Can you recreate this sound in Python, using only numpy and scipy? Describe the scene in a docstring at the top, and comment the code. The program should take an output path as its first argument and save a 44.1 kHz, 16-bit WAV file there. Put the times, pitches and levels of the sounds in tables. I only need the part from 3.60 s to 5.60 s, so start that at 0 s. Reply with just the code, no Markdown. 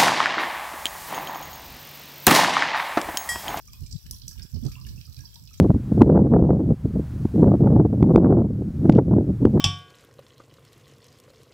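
"""Dripping snow cave

Meltwater drips from the roof into a shallow pool: two sharp smacks close by, many small splashes and
some ringing air bubbles further in, over the patter and hiss of distant drops. The hollow echoes softly.
A light breeze rumbles on the two microphone openings (ports), with a few low thumps, and each port
colours the sound of the water in its own way."""
import sys
import numpy as np
from scipy import signal
from scipy.fft import rfft, irfft, next_fast_len
from scipy.io import wavfile
from scipy.ndimage import uniform_filter1d, map_coordinates

SR = 44100
rng = np.random.default_rng(int(sys.argv[2]) if len(sys.argv) > 2 else 0)


def bounce(signal):
    """Save signal as a 16-bit WAV file at the path given by the first command-line argument."""
    frames = np.transpose(np.atleast_2d(signal))
    limited = np.clip(frames, -1, 1)
    pcm = np.round(limited * 32767).astype(np.int16)
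    wavfile.write(sys.argv[1], SR, pcm)


N = 88200
TOP_HZ = 15800
PORT_LAG_S, LAG_SPREAD_S = 0.00014, 0.00004  # how much later a drop reaches the right port


def amp(db):
    """Turn decibels into a number to multiply by."""
    return 10 ** (np.asarray(db) / 20)


def unit(x):
    """Scale a signal so its average strength (rms) is 1."""
    return x / np.sqrt(np.mean(x ** 2) + 1e-20)


def along(points, hz):
    """Read between the rows of a (frequency, value) table, spacing octaves evenly."""
    f, values = np.transpose(points)
    return np.interp(np.log(hz + 1), np.log(f + 1), values)


def wobble(rate):
    """A smooth curve through `rate` random points a second."""
    points = rng.standard_normal(int(N * rate / SR) + 4)
    return map_coordinates(points, [np.arange(N) * rate / SR])


def jitter(t, samples):
    """A quick random tremble: noise smoothed over a number of samples."""
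    return unit(uniform_filter1d(rng.standard_normal(len(t)), size=samples))


def filtered(x, response):
    """Turn each frequency in x up or down by response(hz)."""
    n = x.shape[-1]
    padded = next_fast_len(n + n // 2)
    return irfft(rfft(x, padded) * response(np.fft.rfftfreq(padded, 1 / SR)), padded)[..., :n]


def noise(spectrum):
    """Noise of strength 1, with its balance of low and high set by a table."""
    return unit(filtered(rng.standard_normal(N), lambda hz: amp(along(spectrum, hz))))


def fade(t, t60):
    """Die away by 60 dB in t60 seconds, the fade time."""
    return np.exp(-np.log(1000) * t / t60)


def add_drop(track, s, sound):
    """Mix a drop in at time s; its random place on the pool delays one port against the other."""
    lag = PORT_LAG_S + LAG_SPREAD_S * rng.standard_normal()
    for channel, start in zip(track, (s - lag / 2, s + lag / 2)):
        part = channel[max(round(start * SR), 0):][:len(sound)]
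        part += sound[:len(part)]


def bubble(t, hz, t60, rise_per_s=0.94, attack_s=0.00081):
    """A fading note that rises as the bubble nears the surface."""
    note = np.sin(2 * np.pi * hz * (t + rise_per_s * t * t / 2))
    return note * fade(t, t60) * (1 - np.exp(-t / attack_s))


def hiss(low_hz, shape):
    """A bright burst of noise whose loudness follows `shape`."""
    band = signal.butter(4, [low_hz, TOP_HZ], "band", fs=SR, output="sos")
    burst = signal.sosfilt(band, rng.standard_normal(len(shape)) * shape)
    return burst * np.linalg.norm(shape) / np.linalg.norm(burst)


# Tone of the distant water: f/Hz, relative level/dB
WASH_TONE = [(150, 8), (600, -10), (1050, -4), (1600, 0.5), (2100, -7.5), (2600, -3.5), (5000, 1.5),
             (8000, -0.5), (12000, 2.5), (16000, 5.5)]
def wash(level_db=-57, patchy_db=3, smooth_above_hz=5000, swell_db=1):
    """Far drops and trickles blur into a patchy hiss, different on each side."""
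    hz, _, slices = signal.stft(np.array([noise(WASH_TONE), noise(WASH_TONE)]), SR, nperseg=512)
    depth_db = patchy_db / (1 + (hz[:, None] / smooth_above_hz) ** 2)
    patches = uniform_filter1d(rng.standard_normal(slices.shape[1:]), size=6, axis=0)  # blur in pitch
    patches = unit(uniform_filter1d(patches, size=3, axis=1))  # and in time
    water = signal.istft(slices * amp(depth_db * patches), nperseg=512)[1][:, :N]
    return unit(water) * amp(level_db + swell_db * wobble(rate=12.65))


def steady(x):
    """Even out the swells in a noise."""
    power = uniform_filter1d(uniform_filter1d(x * x, size=1100), size=1100)
    return x / np.sqrt(np.abs(power) + 1e-9)


# Strength of the breeze on each port: t/s, level/dB
LEFT_GUSTS = [(0, -48), (.14, -47.5), (.26, -46.5), (.3, -42), (.35, -29), (.41, -56), (.46, -36),
              (.49, -50), (.53, -42.5), (.7, -53), (.77, -49), (.89, -68), (.95, -39.5), (1, -48),
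              (1.08, -31), (1.17, -48.5), (1.31, -37.5), (1.45, -51), (1.7, -46.5), (1.77, -44.5),
              (1.84, -54), (2, -41)]
RIGHT_GUSTS = [(0, -87), (.04, -58), (.1, -43.5), (.17, -47), (.23, -26.5), (.28, -43.5), (.33, -35.5),
               (.38, -73), (.44, -61), (.48, -38.5), (.54, -34), (.59, -50), (.66, -34.5), (.74, -44),
               (.78, -31), (.85, -36), (.88, -54), (.915, -46), (.945, -22), (1.005, -32), (1.067, -28),
               (1.1, -34), (1.21, -37.5), (1.26, -31.5), (1.4, -35), (1.45, -52.5), (1.49, -31.5),
               (1.55, -50), (1.59, -32.5), (1.77, -63), (1.82, -40), (2, -51)]
# Tone of the wind's rumble and of its small swirls: f/Hz, relative level/dB
RUMBLE_TONE = [(15, -102), (30, -9), (55, 4), (90, 1.5), (130, -2.5), (200, -16), (300, -30), (500, -44),
               (1000, -70), (3000, -100)]
SWIRL_TONE = [(40, -57), (90, 4), (135, 1), (240, -4), (400, -22), (700, -41.5), (1500, -73), (4000, -92)]
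def breeze(gusts, rumble_db=-2, strong_gust_db=-18.5, strong_swirl_db=-25.5, swirl_growth=1.463):
    """Wind rumbles on a port; stronger gusts shed more small, higher-sounding swirls of air."""
    gust_db = np.interp(np.arange(N) / SR, *np.transpose(gusts))
    rumble = amp(gust_db + rumble_db) * steady(noise(RUMBLE_TONE))
    swirl_db = strong_swirl_db + swirl_growth * (gust_db - strong_gust_db)
    return rumble + amp(swirl_db) * steady(noise(SWIRL_TONE))


def patter(per_s=500, softest_db=-58, spread_db=1, middle_hz=8600, pitch_spread=0.604, fade_cycles=5.8):
    """Many faint droplets tick at random times and pitches."""
    when, size, radius, angle, place = rng.random((int(per_s * N / SR), 5)).T[:, :, None]
    bell_curve = np.sqrt(-2 * np.log(radius)) * np.cos(2 * np.pi * angle)  # random, mostly near 0
    hz = np.clip(middle_hz * np.exp(pitch_spread * bell_curve), 800, 15000)
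    k = np.arange(SR // 100)
    db = softest_db + spread_db * np.minimum(-np.log(size), 4)
    droplets = amp(db) * np.sin(2 * np.pi * hz * k / SR) * fade(k / SR, fade_cycles / hz)
    starts = [when * N, when * N + 2 * place * PORT_LAG_S * SR]  # left, right
    return np.array([np.bincount((start.astype(int) + k).ravel(), droplets.ravel(), N)[:N]
                     for start in starts])


def far_drips(per_s=70, level_db=-52.5, spread_db=3.5, middle_hz=4558, pitch_spread=0.283, fade_cycles=77):
    """Drips deep in the cave ring tiny bubbles at random times and pitches."""
    out, t, count = np.zeros((2, N)), np.arange(SR // 12) / SR, int(per_s * N / SR)
    for when, (size, pitch) in zip(rng.random(count), rng.standard_normal((count, 2))):
        hz = min(middle_hz * np.exp(pitch_spread * pitch), SR / 3)
        add_drop(out, when * N / SR, amp(level_db + spread_db * size) * bubble(t, hz, fade_cycles / hz))
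    return out


# How long the hollow rings, from low to high: f/Hz, fade time/s
ECHO_FADES = [(300, 0.21), (1200, 0.36), (5000, 0.17), (15000, 0.35)]
def cave_echo(x, delay_s=0.00067, build_s=0.014, block_s=0.1):
    """The snow roof and the water send back a short, blurred echo."""
    out, block = np.zeros((2, N)), round(block_s * SR)
    for start in range(0, N, block):  # a fresh echo per block keeps it from ringing at fixed pitches
        hz, t, slices = signal.stft(rng.standard_normal((2, SR // 3)), SR, nperseg=256)
        build = 1 - np.exp(-np.maximum(t - delay_s, 0) / build_s)
        shape = build * fade(t, along(ECHO_FADES, hz)[:, None])
        tail = signal.istft(slices * shape, SR, nperseg=256)[1]
        tail /= np.linalg.norm(tail[0])
        echo = signal.fftconvolve(x[:, start:start + block], tail, axes=1)[:, :N - start]
        out[:, start:start + echo.shape[1]] += echo
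    return out


def spray_ticks(per_s=41, softest_db=-48.5, spread_db=2, low_hz=5000, t60=0.0046):
    """Fine spray falls back on the pool in dry, bright ticks."""
    out, t = np.zeros((2, N)), np.arange(SR // 100) / SR
    for when, size in rng.random((int(per_s * N / SR), 2)):
        db = softest_db + spread_db * min(-np.log(size), 2)
        add_drop(out, when * N / SR, amp(db) * hiss(low_hz, fade(t, t60)))
    return out


# Small splashes on the pool: t/s, level/dB, f/Hz, pitch width/octaves, fade time/s
SMALL_SPLASHES = [(0.075, -49, 6210, 0.23, 0.042), (0.13, -41.5, 8400, 3, 0.058),
                  (.206, -42, 8750, .8, 0.016), (.262, -44.5, 6200, 0.7, 0.051),
                  (0.31, -44.5, 5500, 0.54, 0.078), (.325, -35, 4730, 0.18, 0.019),
                  (0.326, -35.5, 7100, 0.43, .02), (0.362, -50, 3910, 0.34, 0.064),
                  (.406, -65, 6000, 2.3, 0.023), (.463, -41, 3760, 2.7, .03), (.542, -47, 5750, 0.25, .05),
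                  (.531, -54.5, 3300, 0.22, 0.065), (0.563, -48, 4180, 0.36, 0.035),
                  (0.617, -44, 4240, 0.4, 0.048), (0.711, -43, 5740, 0.35, 0.043),
                  (0.777, -51.5, 3070, .5, 0.068), (.794, -37.5, 3200, .9, 0.016),
                  (.821, -43.5, 5060, 0.13, 0.048), (0.828, -42, 7550, 0.77, 0.036),
                  (.895, -59, 7200, 0.24, 0.073), (.942, -49, 5150, 0.33, 0.047),
                  (0.958, -49, 4620, 0.23, 0.034), (1.035, -41, 5860, 0.3, 0.018),
                  (1.048, -44.5, 6250, 1.5, .05), (1.063, -36.5, 4640, 0.55, 0.023),
                  (1.116, -45, 3900, 1.6, 0.075), (1.212, -51.5, 4830, .4, 0.078),
                  (1.264, -42.5, 5870, 3.2, 0.071), (1.287, -44, 4630, 0.7, 0.042),
                  (1.36, -50, 5900, 0.3, 0.033), (1.411, -43.5, 3670, 0.69, 0.035),
                  (1.454, -49, 4890, 0.2, 0.034), (1.523, -47, 4660, 0.44, 0.026),
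                  (1.544, -37.5, 6600, 2.5, 0.0098), (1.565, -40, 4630, 0.39, 0.017),
                  (1.589, -38.5, 6000, 2.1, 0.021), (1.606, -42.5, 5830, 0.16, 0.014),
                  (1.653, -41, 5004, 0.14, 0.032), (1.741, -44.5, 7700, 1.1, 0.046),
                  (1.757, -43, 4140, 0.32, 0.031), (1.874, -44.5, 4080, 0.52, 0.03),
                  (1.93, -48, 6020, 0.16, 0.024), (1.939, -43, 4420, 1.7, 0.03),
                  (1.975, -45, 6800, 0.13, 0.037)]
def splashes(attack_s=0.0014, grain_db=-3.5, ring_gain=0.8, narrow_octaves=0.35):
    """Each splash is a short, grainy burst around its own pitch; narrow ones also ring a tiny bubble."""
    out, t = np.zeros((2, N)), np.arange(SR // 8) / SR
    for s, db, hz, width, t60 in SMALL_SPLASHES:
        grain = amp(grain_db * jitter(t, samples=50))
        shape = fade(t, t60) * (1 - np.exp(-t / attack_s))
        peak = lambda f: (1 + (np.log2((f + 1) / hz) / width) ** 2 / 2) ** -2
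        bass_cut = lambda f: f ** 2 / (f ** 2 + 1000 ** 2)
        burst = filtered(rng.standard_normal(len(t)) * grain * shape, lambda f: peak(f) * bass_cut(f))
        burst *= np.linalg.norm(shape) / np.linalg.norm(burst)
        ring = ring_gain / (1 + (width / narrow_octaves) ** 4) * bubble(t, hz, t60)
        add_drop(out, s, amp(db) * (ring + burst))
    return out


# Air bubbles trapped by drops: t/s, level/dB, f/Hz, fade time/s
TRAPPED_BUBBLES = [(.084, -48.5, 2350, 0.018), (0.08, -52, 1190, 0.068), (0.137, -53, 2476, 0.051),
                   (0.137, -51, 1040, 0.035), (0.461, -55, 1715, 0.058), (0.529, -59, 1024, .13),
                   (.262, -57, 2356, 0.079), (.712, -51.5, 1660, 0.053), (.72, -56, 1316, 0.049),
                   (.757, -59, 910, 0.033), (.808, -44.5, 1615, 0.022), (0.839, -69, 1590, 0.037),
                   (1.476, -57, 1257, .06), (.794, -44.5, 1590, 0.043), (1.084, -43, 1300, 0.027),
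                   (1.154, -35.5, 2714, 0.016), (1.163, -52.5, 1003, 0.13), (1.182, -48.5, 1146, 0.072),
                   (1.249, -39.5, 2880, 0.015), (1.267, -46.5, 1726, 0.039), (1.377, -49, 2650, 0.042),
                   (1.413, -55, 2550, 0.031), (1.573, -54.5, 2423, 0.051), (1.589, -50.5, 1634, 0.098),
                   (1.639, -53, 954, 0.032), (1.763, -51, 938, 0.042), (1.911, -51, 1264, 0.035),
                   (1.925, -60.5, 2450, .04)]
def plinks(waver_radians=0.3):
    """Drops that trap a larger bubble ring with a slightly unsteady note."""
    out, t = np.zeros((2, N)), np.arange(SR // 5) / SR
    for s, db, hz, t60 in TRAPPED_BUBBLES:
        waver_s = waver_radians * jitter(t, samples=200) / (2 * np.pi * hz)
        add_drop(out, s, amp(db) * bubble(np.maximum(t + waver_s, 0), hz, t60))
    return out


# Low thumps on a port: t/s, half-length/s, level/dB, f/Hz, flutter level/dB, side (0 left, 1 right)
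PORT_THUMPS = [(0.227, 0.0074, -24.5, 88, -62, 0.85), (0.357, 0.0061, -22, 147.7, -56, 0.01),
               (.85, 0.004, -33, 151, -50.5, .95), (0.964, 0.015, -26.5, 77.4, -43, 0.91),
               (1.038, 0.0077, -24.5, 230, -41.5, 1), (1.065, 0.012, -17.5, 132, -32, 0.98),
               (1.587, 0.006, -33.5, 119, -51.5, 0.97)]
# Tone of the flutter: f/Hz, relative level/dB
FLUTTER_TONE = [(80, -8), (250, 4.5), (400, -3), (700, -19.5), (1300, -31), (3000, -47)]
def thumps():
    """Short, low thumps with some flutter, from a gust or a drop hitting a port."""
    out, t = np.zeros((2, N)), np.arange(N) / SR
    for s, half_length, db, hz, flutter_db, side in PORT_THUMPS:
        push = amp(db) * np.cos(2 * np.pi * (hz * (t - s) + rng.random()))
        flutter = amp(flutter_db) * noise(FLUTTER_TONE)
        swell = np.exp(-((t - s) / half_length) ** 2 / 2)
        pan = side * np.pi / 2
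        out += np.outer([np.cos(pan), np.sin(pan)], swell * (push + flutter))
    return out


# Drops landing close by: t/s, level/dB, bubble f/Hz, bubble level/dB, snap delay/s, snap level/dB
CLOSE_DROPS = [(0.5108, -26, 5680, -40, 0.00085, -19.5), (.6801, -26, 5995, -29.5, 0.0012, -50)]
def smacks(low_hz=4300, snap_low_hz=10800, spray_db=-12.5, grain_db=4):
    """A close drop cracks on the surface, snaps again, rings a tiny bubble and throws spray."""
    out, t = np.zeros((2, N)), np.arange(SR // 5) / SR
    for s, db, hz, ring_db, delay, snap_db in CLOSE_DROPS:
        droplets = unit(amp(grain_db * jitter(t, samples=30)))
        crack = hiss(low_hz, fade(t, t60=0.0029))
        spray = amp(spray_db) * hiss(low_hz, droplets * fade(t, t60=0.078))
        add_drop(out, s, amp(db) * (crack + spray) + amp(ring_db) * bubble(t, hz, t60=0.015))
        add_drop(out, s + delay, amp(snap_db) * hiss(snap_low_hz, fade(t, t60=0.0028)))
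    return out


# How much each port boosts or cuts each pitch: f/Hz, level change/dB
LEFT_COLOUR = [(500, 4), (1500, -3), (2100, 0), (2500, 1), (3100, -4.5), (4500, -5), (6000, -3.5),
               (7400, 4), (8800, -5.5), (10000, -3.5), (12700, 5.5), (15600, 0.5)]
RIGHT_COLOUR = [(500, 2), (1500, -4), (2100, -4), (2500, 3.5), (4000, 5), (5600, 11), (6150, 6.5),
                (6750, -10.5), (7400, 1.5), (8200, 1), (9500, -3.5), (11500, -7.5), (13000, -7),
                (15600, -10)]
def port(x, colour, size=2048):
    """A microphone opening makes some pitches louder and others softer."""
    cepstrum = irfft(np.log(amp(along(colour, np.fft.rfftfreq(size, 1 / SR)))))
    # Fold the filter so that it rings only after a sound, never before it.
    cepstrum[1:size // 2] *= 2
    cepstrum[size // 2 + 1:] = 0
    ringing = irfft(np.exp(rfft(cepstrum)))
    return signal.fftconvolve(x, ringing)[:N]


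def scene(echo_db=-3, close_send_db=-5):
    """The water and its echo come in through the ports; the breeze and thumps act right on them."""
    on_ports = np.array([breeze(LEFT_GUSTS), breeze(RIGHT_GUSTS)]) + thumps()
    far, close = wash(), smacks()
    drops = splashes() + plinks() + far_drips()
    echo = amp(echo_db) * cave_echo(drops + amp(close_send_db) * close)
    left, right = close + drops + echo + far + patter() + spray_ticks()
    return np.array([port(left, LEFT_COLOUR), port(right, RIGHT_COLOUR)]) + on_ports


def record(dry):
    """Cut away everything higher than TOP_HZ."""
    return filtered(dry, lambda hz: hz < TOP_HZ)


dry = scene()
out = record(dry)
bounce(out)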